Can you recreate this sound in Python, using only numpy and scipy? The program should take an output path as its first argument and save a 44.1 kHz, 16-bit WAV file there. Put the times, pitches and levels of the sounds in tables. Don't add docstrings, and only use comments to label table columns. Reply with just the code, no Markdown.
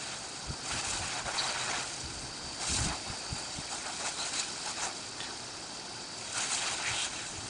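import sys
import numpy as np
from scipy import signal
from scipy.fft import rfft, irfft
from scipy.io import wavfile
from scipy.ndimage import uniform_filter1d

SR = 44100
rng = np.random.default_rng(int(sys.argv[2]) if len(sys.argv) > 2 else 0)


def waveform_to_disk(signal):
    frames = np.transpose(np.atleast_2d(signal))
    scaled = np.clip(frames, -1, 1) * 32767
    samples = np.round(scaled).astype(np.int16)
    wavfile.write(sys.argv[1], SR, samples)


N = 330309
T, HZ = np.arange(N) / SR, np.fft.rfftfreq(N, 1 / SR)


def gain_of(db):
    return 10 ** (np.asarray(db) / 20)


def unit_rms(x):
    return x / np.sqrt(np.mean(x ** 2) + 1e-20)


def curve(rows, column=1):
    rows = np.asarray(rows)
    return np.interp(T, rows[:, 0], rows[:, column])


def coloured(x, spectrum):
    hz, db = np.transpose(spectrum)
    response = gain_of(np.interp(np.log(HZ + 1), np.log(hz), db))
    return unit_rms(irfft(rfft(x) * response, N))


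def bell(x, centre, width):
    return 2 ** (-(2 * (x - centre) / width) ** 2)


def noise_band(n, centre_hz, width_hz):
    response = np.sqrt(bell(np.fft.rfftfreq(n, 1 / SR), centre_hz, width_hz))
    return unit_rms(irfft(rfft(rng.standard_normal(n)) * response, n))


def flutter(rate_hz):
    steps = rng.standard_normal(4096)
    return unit_rms(np.interp(T * rate_hz, np.arange(len(steps)), steps))


def burst(start_s, length_s, attack_s, release_s):
    t = T - start_s
    return np.clip(t / attack_s, 0, 1) * np.exp(-np.clip((t - length_s) / release_s, 0, 5) ** 2)


def resonate(x, hz, width_hz):
    carrier = np.exp(2j * np.pi * np.cumsum(hz) / SR)
    pole = np.exp(-np.pi * width_hz / SR)
    baseband = signal.lfilter([1], [1, -2 * pole, pole * pole], x / carrier)
    return unit_rms((carrier * baseband).real)


def add(mix, start_s, sound):
    part = mix[max(round(start_s * SR), 0):][:len(sound)]
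    part += sound[:len(part)]


def water(drops_per_s, drop_share, spread_db):
    size = gain_of(spread_db * np.minimum(rng.exponential(1, N), 4)) * rng.choice([-1, 1], N)
    drops = unit_rms(size * (rng.random(N) < drops_per_s / SR))
    return np.sqrt(drop_share) * drops + np.sqrt(1 - drop_share) * rng.standard_normal(N)


def nozzle(sizzle_db=1.5, waver_db=1.5, whistle_db=-1):
    # (time [s], sizzle [dB], whistle [dB])
    levels = [(0, -55, -53), (.6, -49, -51), (.8, -48, -48), (1.3, -52.5, -60), (2.1, -50.5, -50),
              (2.55, -51, -46), (3.1, -48.5, -50.5), (3.4, -49.5, -44.5), (3.8, -49, -62), (4.6, -46, -62),
              (5.1, -48.5, -60), (6.2, -50, -51), (6.8, -58, -54), (7.49, -50.5, -69)]
    # (frequency [Hz], gain [dB])
    sizzle_spectrum = [(1500, -27.5), (3500, -7.5), (4000, -5.5), (4500, 1.5), (5300, 1), (6000, -5),
                       (8000, -28), (10000, -36)]
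    spray = coloured(water(drops_per_s=6100, drop_share=0.15, spread_db=2.5), sizzle_spectrum)
    whistle = noise_band(N, centre_hz=4660, width_hz=450)
    return (spray * gain_of(sizzle_db + curve(levels, column=1) + waver_db * flutter(200))
            + whistle * gain_of(whistle_db + curve(levels, column=2)))


def snapping(rise_octaves_per_s=1.2):
    # (start [s], length [s], fur [dB], snout [dB], mouth [dB], mid-snap jaw resonance [Hz])
    snaps = [(0.0, 0.13, -55, -46.5, -54, 2700), (0.628, 0.074, -41, -47.5, -46, 2800),
             (0.689, 0.1, -39.5, -42.5, -41.5, 2900), (0.819, .16, -37, -44, -42, 2850),
             (0.999, 0.098, -42, -43.5, -43, 2390), (1.102, 0.084, -45, -43, -40, 1750),
             (1.241, 0.055, -45.5, -43.5, -37.5, 1960), (1.32, .18, -41.5, -41.5, -38, 1960),
             (1.527, 0.12, -43, -41.5, -40, 2000), (1.668, 0.095, -56, -39.5, -38.5, 1840),
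             (1.77, 0.05, -45, -53, -41, 2460), (2.59, .045, -38, -45.5, -41, 2740),
             (2.654, .11, -32.5, -45, -45, 2750), (2.764, 0.1, -36.5, -46, -40, 2680),
             (2.875, 0.05, -47, -46.5, -38.5, 2700), (3.04, 0.073, -60, -52, -43.5, 2620),
             (3.34, .04, -48, -54, -45, 2600), (3.695, .045, -40, -65, -43, 2480),
             (3.837, 0.051, -58, -65, -41, 2500), (3.985, 0.033, -43, -57, -39, 2450),
             (4.033, 0.034, -37, -44.5, -40.5, 2430), (4.157, .11, -41.5, -50, -43.5, 2500),
             (4.314, 0.093, -39, -43.5, -44.5, 2480), (4.637, 0.052, -40.5, -54, -42.5, 2600),
             (4.757, 0.038, -45, -44, -43.5, 2750), (4.809, 0.045, -39, -56, -36.5, 1890),
             (5.174, .1, -54, -49, -49.5, 2470), (6.337, 0.11, -37, -43.5, -40.5, 2400),
             (6.482, 0.09, -34, -43, -43.5, 2800), (6.597, .13, -39, -40.5, -41.5, 2800),
             (6.765, 0.057, -50, -42.5, -43.5, 1500), (6.847, 0.06, -43, -38.5, -42, 2150),
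             (6.919, 0.13, -37.5, -44, -45, 3180), (7.104, 0.12, -56, -46.5, -53, 3020)]
    power, weighted_hz, weight = np.zeros((3, N)), np.zeros(N), np.zeros(N)
    for start_s, length_s, fur_db, snout_db, mouth_db, jaw_hz in snaps:
        hit = burst(start_s, length_s, attack_s=0.024, release_s=0.049) ** 2
        swell = burst(start_s, length_s, attack_s=0.029, release_s=0.036) ** 2
        power += gain_of([[fur_db], [snout_db], [mouth_db]]) ** 2 * [swell, hit, hit]
        closing_s = np.clip(T - start_s, 0, length_s) - length_s / 2
        weighted_hz += hit * jaw_hz * 2 ** (rise_octaves_per_s * closing_s)
        weight += hit
    return power, weighted_hz / (weight + 1e-30)


def patchy(x, depth_db):
    frames = signal.stft(x, nperseg=512)[2]
    patches = uniform_filter1d(rng.standard_normal(frames.shape), size=4, axis=0)
    patches = uniform_filter1d(patches, size=3, axis=1)
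    return signal.istft(frames * gain_of(depth_db * unit_rms(patches)), nperseg=512)[1][:N]


def jet_on_dogs(fur_rest_db=-47.5, snout_rest_db=-52, mouth_rest_db=-49.5, mouth_trim_db=-1,
                hollow_above_db=-41, hollow_span_db=4):
    # (frequency [Hz], gain [dB])
    fur_spectrum = [(300, -30), (1500, -20), (3500, -3), (4500, -2.5), (6000, 1), (7000, 2.5), (8400, 1),
                    (9300, -2), (10000, -8.5)]
    snout_spectrum = [(400, -28.5), (1300, -4.5), (2400, -4), (3800, -3), (5000, -5.5), (7000, -8),
                      (10000, -28)]
    mouth_spectrum = [(100, -16.5), (400, -7.5), (750, 0), (1050, -1), (1500, -4.5), (2100, -8.5),
                      (4000, -19.5), (9000, -17)]
    # (time [s], gain [dB])
    shower = [(0, 3.5), (.55, 0), (1.2, -1.5), (1.88, 6), (2.25, 0), (3.4, 3), (4.45, 5), (5.05, 0.5),
              (6.1, -1.3), (6.35, 6), (7.25, 3.5), (7.49, 2.5)]
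    snap_power, jaw_hz = snapping()
    shower_db = curve(shower)
    rest = gain_of([fur_rest_db + shower_db, snout_rest_db + shower_db, mouth_rest_db + 0.2 * shower_db])
    fur_db, snout_db, mouth_db = 10 * np.log10(snap_power + rest ** 2)
    fur = coloured(water(drops_per_s=6700, drop_share=0.26, spread_db=5), fur_spectrum)
    snout = coloured(water(drops_per_s=1800, drop_share=0.37, spread_db=3.5), snout_spectrum)
    cavity = resonate(rng.standard_normal(N), jaw_hz, width_hz=1200)
    hollow = (1 + np.tanh((snout_db - hollow_above_db) / hollow_span_db)) / 2
    snout = np.sqrt(1 - hollow) * snout + np.sqrt(hollow) * (snout + cavity) / np.sqrt(2)
    mouth = coloured(water(drops_per_s=800, drop_share=0.36, spread_db=0.5), mouth_spectrum)
    splash = (fur * gain_of(fur_db + 1.5 * flutter(160))
              + snout * gain_of(snout_db - 0.5 * flutter(120))
              + mouth * gain_of(mouth_db + mouth_trim_db))
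    return patchy(splash, depth_db=2.04)


def garden(air_db=-49.5, drone_db=-2):
    # (frequency [Hz], gain [dB])
    air_spectrum = [(20, -23), (45, -15), (100, -4.5), (200, -1), (340, 1), (600, -3), (1000, -7.5),
                    (2000, -14), (10000, -41)]
    # (time [s], pitch [Hz], level [dB])
    drone_track = [(0, 132.5, -56.5), (1.2, 130, -55), (2, 128.5, -52.5), (2.6, 124, -64), (7.49, 117, -60)]
    drone = resonate(rng.standard_normal(N), curve(drone_track, column=1), width_hz=19)
    air = coloured(rng.standard_normal(N), air_spectrum)
    return air * gain_of(air_db) + drone * gain_of(drone_db + curve(drone_track, column=2))


def wind(rumble_db=-1, knock_db=-15, knock_ratio=3.1, wake_db=-15, wake_s=0.06):
    # (time [s], level [dB])
    breeze = [(0, -60), (.8, -61), (2.9, -54), (3.9, -63), (6.2, -64), (7.49, -52)]
    # (start [s], length [s], level [dB])
    gusts = [(0.694, 0.056, -43.5), (0.866, 0.16, -43), (1.2, .04, -47), (2.02, .26, -48),
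             (2.428, 0.053, -49), (2.674, .21, -38.5)]
    # (centre [s], level [dB], frequency [Hz], half length [s])
    puffs = [(0.502, -34, 65, 0.012), (0.507, -27, 131, 0.0054), (1.009, -38, 75, 0.0071),
             (2.051, -39, 70, 0.012), (2.719, -35, 67, 0.015), (2.816, -29, 89, 0.0084),
             (2.855, -33, 140, 0.012), (2.874, -24.5, 109, 0.0029), (3.103, -30, 84.5, 0.003),
             (3.33, -27.5, 115, 0.0048), (3.589, -29.5, 141, 0.0033), (6.912, -39, 112, 0.011),
             (7.388, -39, 85, 0.0069)]
    # (frequency [Hz], gain [dB])
    spectrum = [(15, -28), (45, -1), (90, -1.5), (170, -8), (330, -12), (600, -42), (2000, -58)]
    rumble = coloured(rng.standard_normal(N), spectrum)
    gust_power = sum((gain_of(db) * burst(start_s, length_s, attack_s=0.016, release_s=0.049)) ** 2
                     for start_s, length_s, db in gusts)
    wake_power = sum((gain_of(db + wake_db) * bell(T, centre_s, wake_s)) ** 2
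                     for centre_s, db, _, _ in puffs)
    out = rumble * gain_of(rumble_db) * np.sqrt(gain_of(curve(breeze)) ** 2 + gust_power + wake_power)
    t = np.arange(-SR // 10, SR // 10) / SR
    for centre_s, db, hz, half_s in puffs:
        swing = np.exp(-(t / half_s) ** 2) * np.sin(2 * np.pi * (hz * t + rng.random()))
        knock = np.exp(-(2 * t / half_s) ** 2) * np.sin(2 * np.pi * (knock_ratio * hz * t + rng.random()))
        add(out, centre_s + t[0], gain_of(db) * (swing + gain_of(knock_db) * knock))
    return out


def squirts():
    # (centre [s], length [s], pitch [Hz], bandwidth [Hz], level [dB])
    events = [(1.395, 0.029, 4300, 700, -30), (1.441, 0.013, 4150, 600, -33.5),
              (1.492, 0.034, 4600, 700, -37), (2.755, 0.034, 3860, 450, -39.5),
              (4.215, 0.07, 4080, 400, -39.5), (4.392, 0.03, 4050, 500, -40),
              (4.399, 0.013, 6700, 2000, -31.5), (4.839, 0.039, 6600, 1400, -36),
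              (6.366, 0.03, 1450, 300, -39), (6.873, 0.066, 2170, 1000, -36.5),
              (6.998, 0.1, 3300, 1010, -35.5)]
    out, t = np.zeros(N), np.arange(SR // 2) / SR
    for centre_s, length_s, hz, width_hz, db in events:
        rush = noise_band(len(t), hz, width_hz)
        add(out, centre_s - t.mean(), gain_of(db) * rush * bell(t, t.mean(), length_s))
    return out


def collar_tag(tag_db=-3, tick_db=-5, tick_s=0.002):
    # (time [s], level [dB])
    clinks = [(5.204, -22.5), (5.213, -29), (5.232, -29), (5.243, -30), (5.27, -37)]
    # (frequency [Hz], level [dB], t60 [s])
    modes = [(1835, -10, 0.046), (2520, -17, 0.017), (3000, -10, .02), (3480, -3, 0.037),
             (3630, -12, 0.027)]
    out, t = np.zeros(N), np.arange(SR // 5) / SR
    for start_s, db in clinks:
        ring = sum(gain_of(mode_db - 60 * t / t60_s) * np.sin(2 * np.pi * (hz * t + rng.random()))
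                   for hz, mode_db, t60_s in modes)
        tick = gain_of(tick_db) * rng.standard_normal(len(t)) * np.exp(-t / tick_s)
        add(out, start_s, gain_of(db + tag_db) * (ring + tick))
    return out


def scene():
    mono = nozzle() + jet_on_dogs() + garden() + wind() + squirts() + collar_tag()
    return np.array([mono, mono])


def record(dry):
    # (centre [Hz], width [Hz], gain [dB])
    ripples = [(492, 147, -3.2), (814, 239, 2.5), (1120, 239, -1.3), (1454, 233, 3.2), (1928, 411, -.9),
               (2565, 276, 2.6), (2902, 246, -2.3), (3221, 167, .9), (3525, 241, -5), (3869, 317, 1.7),
               (4330, 184, -2.5), (4670, 289, 1.8), (5047, 221, -4.4), (5701, 260, -5), (6053, 183, .8),
               (6313, 208, -2.2), (9240, 288, -2.6)]
    response = gain_of(sum(db * bell(HZ, hz, width_hz) for hz, width_hz, db in ripples))
    heard = irfft(rfft(dry) * response, N)
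    lowpass = signal.firwin(1023, cutoff=10100, window=("kaiser", 9), fs=SR)
    return signal.oaconvolve(heard, lowpass[None], "same")


dry = scene()
out = record(dry)
waveform_to_disk(out)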